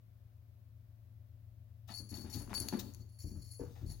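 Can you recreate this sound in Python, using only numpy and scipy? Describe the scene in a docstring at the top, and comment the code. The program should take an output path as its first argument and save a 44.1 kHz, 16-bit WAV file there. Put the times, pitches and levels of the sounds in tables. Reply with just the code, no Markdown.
"""A collar bell jingles at every bound as two cats bolt from behind a felt play mat and dash close by.
A loose pellet rattles in the bell's metal shell and makes it ring. As the cats cross a rug and a wooden
floor, paws thump the boards, fur and felt rustle, claws scrape and tap, and something hollow is bumped.
The small room echoes a little and hums faintly throughout."""
import sys
import numpy as np
from scipy import signal
from scipy.fft import rfft, irfft
from scipy.io import wavfile

SR = 44100
rng = np.random.default_rng(int(sys.argv[2]) if len(sys.argv) > 2 else 0)


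def transcribe(signal):
    """Save signal, clipped to [-1, 1], as a 16-bit WAV file at the path in sys.argv[1]."""
    frames = np.atleast_2d(signal).T
    limited = np.clip(frames, -1, 1)
    pcm = np.round(limited * 32767).astype(np.int16)
    wavfile.write(sys.argv[1], SR, pcm)


N = 176400
RING_T = np.arange(SR // 2) / SR  # the half-second clock of each single sound

# The cats' run. Each row: time in seconds, left minus right in dB, speed towards us in m/s.
CAT_PATH = [(1.9, 11.5, 0.8), (2.4, 12.5, 0.99), (2.7, 9, 0.59), (3.15, 4.5, -0.94), (3.949, 6.5, -1.3)]
# The bell's low and high tones. Each row: pitch in Hz, relative level in dB, seconds to fade by 60 dB.
LOW_TONES = [(4370, -5, 0.1), (4490, -2, 0.13), (4690, -20.5, 0.23)]
HIGH_TONES = [(10610, 5, 0.087), (10620, -4.5, .12), (10955, 1, 0.16), (11020, -1.5, 0.064)]
# The sound of the pellet hitting the shell. Each row: frequency in Hz, boost or cut in dB.
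PELLET_COLOUR = [(2500, -15), (4000, -18.5), (4500, 9), (5200, -5), (6000, 1.5), (6700, 9), (7400, -2),
                 (8300, -15.5), (10000, -16), (10900, 3), (12000, -4.5), (15500, -1.5)]
# Bell shakes. Each row: start and length in seconds, then low ring, high ring and rattle levels in dB.
BELL_SHAKES = [(1.902, 0.036, -66, -67, -61), (1.937, 0.077, -54, -57.5, -57.5),
               (2.089, 0.051, -70.5, -60.5, -60), (2.137, 0.044, -58, -55, -56),
               (2.187, 0.064, -65, -64.5, -61), (2.297, 0.03, -90, -65, -56.5),
               (2.326, 0.051, -57.5, -57, -52.5), (2.384, 0.05, -68, -59, -58),
               (2.538, 0.023, -58, -51, -46.5), (2.553, .055, -49, -48, -54.5),
               (2.605, 0.031, -59, -59, -51.5), (2.868, 0.049, -72.5, -85, -85),
               (3.004, 0.025, -75.5, -83, -71.5), (3.089, 0.17, -87, -77.5, -80.5),
               (3.187, 0.067, -72, -64.5, -59.5), (3.264, 0.071, -72, -68, -64.5),
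               (3.347, 0.075, -79, -73, -70.5), (3.414, 0.13, -70.5, -69.5, -65.5),
               (3.511, .055, -66.5, -58, -64), (3.588, 0.08, -80, -83, -67), (3.861, 0.052, -74, -69, -68),
               (3.894, 0.046, -65.5, -60.5, -60)]


def collar_bell():
    """At each shake the pellet lands, then rattles on in the slit shell and makes it ring."""
    out = np.zeros(N)
    times, _, speeds = np.array(CAT_PATH).T
    landing = RING_T == 0
    for start, length, low_db, high_db, rattle_db in BELL_SHAKES:
        rattle = clicks(per_s=1100, spread_db=2.5) * np.exp(-(RING_T / length) ** 4)
        # The pitch drops as the cat runs past; sound travels at 343 m/s.
        doppler = 1 + np.interp(start, times, speeds) / 343
        for tones, db in ((LOW_TONES, low_db), (HIGH_TONES, high_db)):
            shell = ring(tones, detune=0.0016, pitch=doppler) * np.minimum(RING_T / 0.00076, 1)
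            add(out, start, level(drive(rattle + 4 * landing, shell), db, length))
        # Each hit of the pellet also gives a tiny puff of noise.
        hit_energy = np.abs(drive(rattle ** 2, fade(t60=0.017) ** 2))
        chinks = rng.standard_normal(len(RING_T)) * np.sqrt(hit_energy)
        add(out, start, level(colour(chinks, PELLET_COLOUR), rattle_db, length))
    return out


# Hard knocks on the bell. Each row: start in seconds, then low ring, high ring and click levels in dB.
BELL_STRIKES = [(2.143, -59, -62, -61), (2.5506, -38.5, -64, -48), (2.579, -39.5, -57, -40),
                (2.602, -61, -38.5, -33.5), (2.6863, -32.5, -54, -30.5), (2.6954, -70, -73, -48),
                (2.7721, -52, -54, -61), (2.9377, -68, -74, -51.5), (2.947, -57.5, -62, -47)]


def bell_strikes():
    """The bell is knocked hard: a bright click and a ring that dies fast."""
    out = np.zeros(N)
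    for start, low_db, high_db, click_db in BELL_STRIKES:
        low = level(ring(LOW_TONES, fade_scale=0.27), low_db, 0.002)
        high = level(ring(HIGH_TONES, fade_scale=0.27), high_db, 0.003)
        click = level(colour(snap(t60=0.0087), PELLET_COLOUR), click_db, 0.00089)
        add(out, start, low + high + click)
    return out


# The floorboards' tones. Each row: pitch in Hz, relative level in dB, seconds to fade by 60 dB.
BOARD_TONES = [(44.6, -8.5, 0.75), (84.3, 4, 0.14), (115.4, 1, 0.14), (152.8, -6.5, 0.35), (206.4, 3, 0.3),
               (237, 3, 0.17), (288.4, -3.5, 0.15), (338.6, -8, 0.12), (592.5, -13, 0.62), (723, 3.5, 0.1),
               (849, 10, 0.06), (1034, 4.5, 0.053)]
# Paws landing. Each row: start in seconds, then boom, knock and slap levels in dB.
PAW_STEPS = [(1.993, -52.5, -54, -64), (2.111, -49, -49.5, -66), (2.173, -69, -50.5, -58),
             (2.237, -47, -46.5, -56.5), (2.343, -40, -44.5, -84), (2.399, -51, -53, -54.5),
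             (2.475, -58, -53, -62), (2.506, -52.5, -51, -48), (2.56, -47, -53, -56),
             (2.598, -42, -45.5, -56.5), (2.639, -47.5, -49.5, -53), (2.7241, -54, -36.5, -40.5),
             (2.738, -51, -40.5, -49), (2.787, -57, -55, -80), (2.85, -51.5, -53.5, -75),
             (2.99, -48.5, -58, -76.5), (3.238, -39.5, -51, -72), (3.303, -53, -51, -73),
             (3.351, -44.5, -55, -66), (3.601, -41, -46, -56), (3.647, -43.5, -54, -60.5),
             (3.807, -41, -52, -64), (3.838, -43.5, -60, -80), (3.885, -43.5, -54, -74)]


def paws():
    """Each paw shakes the boards: a boom from its weight, a knock and a slap from its hardness."""
    out = np.zeros(N)
    soft_slap_db, soft_settle_s = -53.5, 0.0077
    for start, boom_db, knock_db, slap_db in PAW_STEPS:
        boards = level(ring(BOARD_TONES, detune=0.0206), 0, 0.94)
        grain = level(band(burst(t60=0.28), 1020, "low"), -3.5, 1)
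        # The harder the slap, the sooner the paw settles.
        settle_s = soft_settle_s / (1 + amp(slap_db - soft_slap_db) ** 2)
        thump = (boards + grain) * (1 - np.exp(-RING_T / settle_s))
        boom = band(band(thump, 142.6, "low", order=3), 35.7, "high", order=4)
        knock = band(thump, [142.6, 350], "band", order=3)
        slap = band(thump, 507, "high", order=4)
        add(out, start, level(boom, boom_db, 0.033))
        add(out, start, level(knock, knock_db, 0.041))
        add(out, start, level(slap, slap_db, 0.0071))
    return out


# The soft and the bright sound of rubbing. Each row: frequency in Hz, boost or cut in dB.
FELT_COLOUR = [(200, 9.5), (450, 1.5), (900, 6.5), (1300, 2), (1800, -3), (3500, -5.5), (6000, -11),
               (9000, -19.5), (15000, -25)]
BRIGHT_COLOUR = [(800, -7), (2000, -7), (3400, 1.5), (5800, 3), (8500, -4), (11000, -9), (15000, 4.5)]
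# Felt and fur rustling softly. Each row: start in seconds, length in seconds, level in dB.
FELT_RUSTLES = [(1.879, 0.079, -54.5), (2.11, 0.14, -62), (2.23, 0.25, -65.5), (2.325, 0.14, -62),
                (2.495, 0.056, -57), (2.56, 0.38, -66.5), (2.725, 0.038, -52.5), (3.745, 0.1, -66.5),
                (3.88, 0.1, -70)]
# Short claw scrapes and, last, a faint, long, high rustle of fur.
# Each row: start in seconds, length in seconds, level in dB.
BRIGHT_RUSTLES_AND_SCRAPES = [(1.873, 0.042, -63.5), (2.168, .02, -58), (2.337, 0.037, -51.5),
                              (2.789, 0.03, -43.5), (3.6, 0.82, -72)]


def rubbing(strokes, curve):
    """Fibres or claws catch and slip thousands of times a second, for half a second at most."""
    out = np.zeros(N)
    for start, length, db in strokes:
        rise = np.minimum(RING_T / (0.15 * length), 1)
        fall = np.exp(-2 * (RING_T / length) ** 2)
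        catches = clicks(per_s=6000, spread_db=3.5) * rise * fall
        add(out, start, level(colour(catches, curve), db, length / 2))
    return out


# The sound of a claw on wood. Each row: frequency in Hz, boost or cut in dB.
TAP_COLOUR = [(300, 10), (900, 14), (1500, 8.5), (2500, -2.5), (4000, -11), (14000, -22)]
# Claw taps. Each row: start in seconds, level in dB.
CLAW_TAPS = [(2.477, -57), (2.496, -57.5), (2.5313, -40), (2.541, -47.5)]


def claw_taps():
    """Single claws tick on the wood."""
    out = np.zeros(N)
    for start, db in CLAW_TAPS:
        add(out, start, level(colour(snap(t60=0.0073), TAP_COLOUR), db, 0.0041))
    return out


# A hollow thing's tones. Each row: pitch in Hz, relative level in dB, seconds to fade by 60 dB.
HOLLOW_TONES = [(306, -5.5, .1), (409.7, 5, 0.065), (481, 7.5, 0.11), (685, -2, 0.045), (916, -2, 0.031)]
# Its knocks. Each row: start in seconds, level in dB.
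HOLLOW_KNOCKS = [(3.595, -45), (3.602, -57), (3.615, -46.5), (3.625, -50), (3.635, -47)]


def hollow_bump():
    """A hollow thing is bumped and chatters against the floor."""
    out = np.zeros(N)
    for start, db in HOLLOW_KNOCKS:
        add(out, start, level(band(ring(HOLLOW_TONES), 1020, "low"), db, 0.018))
    return out


# A machine's tones. Each row: pitch in Hz, level in dB before the swell.
HUM_TONES = [(44, -75.5), (81, -64), (88.4, -60.5), (110.5, -56), (603, -91.5), (684, -95)]
# The hum's slow swell. Each row: time in seconds, boost or cut in dB.
HUM_RISE = [(0, -5.5), (1.4, -0.5), (4, 1.5)]


def machine_hum(t):
    """Low machine tones beat against each other, off to the left, and slowly grow."""
    hum = sum(amp(db) * np.sqrt(2) * np.sin(2 * np.pi * (hz * t + rng.random())) for hz, db in HUM_TONES)
    swell = amp(np.interp(t, *np.array(HUM_RISE).T))
    sides = ear_gains(pan_db=7)
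    return hum * swell * sides / sides.mean()


# The sound of the room's air. Each row: frequency in Hz, boost or cut in dB.
AIR_COLOUR = [(20, -29), (45, 2), (70, 4.5), (115, 5), (170, -5.5), (300, -15), (450, -24), (600, -17),
              (800, -27), (2500, -34), (5000, -37.5), (8500, -44), (12000, -35.5), (15500, -31.5)]


def room_air():
    """Soft, deep air noise; its higher part differs between the ears."""
    shared, spread = (level(colour(rng.standard_normal(N), AIR_COLOUR), -66, N / SR) for _ in range(2))
    spread = band(spread, 410, "high", order=1)
    return np.array([shared + spread, shared - spread]) * ear_gains(pan_db=3.5)


def amp(db):
    """Turn decibels into a multiplier."""
    return 10 ** (np.asarray(db) / 20)


def ear_gains(pan_db):
    """Left and right multipliers, with the left louder by pan_db."""
    return amp(np.array([pan_db, -pan_db]).reshape(2, -1) / 2)


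def level(x, db, span_s):
    """Give a sound the energy of db held for span_s seconds."""
    return x * amp(db) * np.sqrt(span_s * SR / (np.sum(x ** 2) + 1e-18))


def add(track, start_s, x):
    """Mix a sound into a track."""
    i = int(start_s * SR)
    track[i:i + len(x)] += x[:max(N - i, 0)]


def fade(t60):
    """A curve that falls by 60 dB in t60 seconds."""
    return np.exp(-np.log(1000) * RING_T / t60)


def burst(t60):
    """Noise that dies away."""
    return rng.standard_normal(len(RING_T)) * fade(t60)


def snap(t60):
    """A hard contact: one sharp pulse and a brief splutter."""
    return (RING_T == 0) + level(burst(t60), -3, 1 / SR)


def clicks(per_s, spread_db):
    """Random tiny hits of uneven size."""
    n = len(RING_T)
    hits = rng.random(n) < per_s / SR
    return hits * rng.choice([-1, 1], n) * amp(spread_db * rng.standard_normal(n))


def ring(tones, fade_scale=1, detune=0, pitch=1):
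    """An object is struck at a random spot, which sets the size and sign of each fading tone."""
    out = np.zeros(len(RING_T))
    for hz, db, t60 in tones:
        size = rng.choice([-1, 1]) * amp(db + 2 * rng.standard_normal())
        tuned_hz = hz * pitch * (1 + detune * rng.standard_normal())
        out += size * fade(t60 * fade_scale) * np.sin(2 * np.pi * tuned_hz * RING_T)
    return out


def drive(force, response):
    """Every push in the force sets off its own copy of the response."""
    return signal.fftconvolve(force, response)[:len(force)]


def colour(x, curve):
    """Boost or cut a sound's frequencies along a curve of (Hz, dB) points."""
    hz, db = np.array(curve, float).T
    size = 8192
    freqs = np.arange(size // 2 + 1) * SR / size
    gains = amp(np.interp(np.log(freqs + 1), np.log(hz), db))
    # Fold the filter forward in time, so nothing sounds before the hit that causes it.
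    cepstrum = irfft(np.log(gains))
    cepstrum[1:size // 2] *= 2
    cepstrum[size // 2 + 1:] = 0
    return drive(x, irfft(np.exp(rfft(cepstrum))))


def band(x, hz, kind, order=2):
    """Keep the lows, the highs or a band between two frequencies."""
    return signal.sosfilt(signal.butter(order, hz, kind, fs=SR, output="sos"), x)


def place(x, pan_db, early_db, room_db):
    """Add quick echoes from nearby surfaces and the room's longer tail, different at each ear."""
    echoes = []
    for _ in range(2):
        early = band(level(burst(t60=0.025), early_db, 1 / SR), 310, "high", order=1)
        tail = level(burst(t60=0.64) * (RING_T > 0.0045), room_db, 1 / SR)
        echoes.append(drive(x, early + tail))
    blend = (x + np.array(echoes)) / np.sqrt(1 + amp(early_db) ** 2 / 2)
    sides = ear_gains(pan_db)
    return blend * sides / sides.mean(axis=0)


def scene():
    """The dash through the room; hard clicks stand out from the echoes that blur the jingle."""
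    t = np.arange(N) / SR
    times, pans, _ = np.array(CAT_PATH).T
    pan_db = np.interp(t, times, pans)
    scuffs = rubbing(FELT_RUSTLES, FELT_COLOUR) + rubbing(BRIGHT_RUSTLES_AND_SCRAPES, BRIGHT_COLOUR)
    return (place(collar_bell(), pan_db, early_db=2, room_db=-5.5)
            + place(scuffs, 1.23 * pan_db, early_db=2, room_db=-5.5)
            + place(bell_strikes() + claw_taps(), pan_db, early_db=-9.5, room_db=-5.5)
            + place(paws() + hollow_bump(), pan_db=7, early_db=-3.5, room_db=-10)
            + machine_hum(t) + room_air())


def record(dry):
    """Cut the very highest treble, above 15900 Hz."""
    return signal.sosfilt(signal.ellip(8, .2, 70, 15900, fs=SR, output="sos"), dry)


dry = scene()
out = record(dry)
transcribe(out)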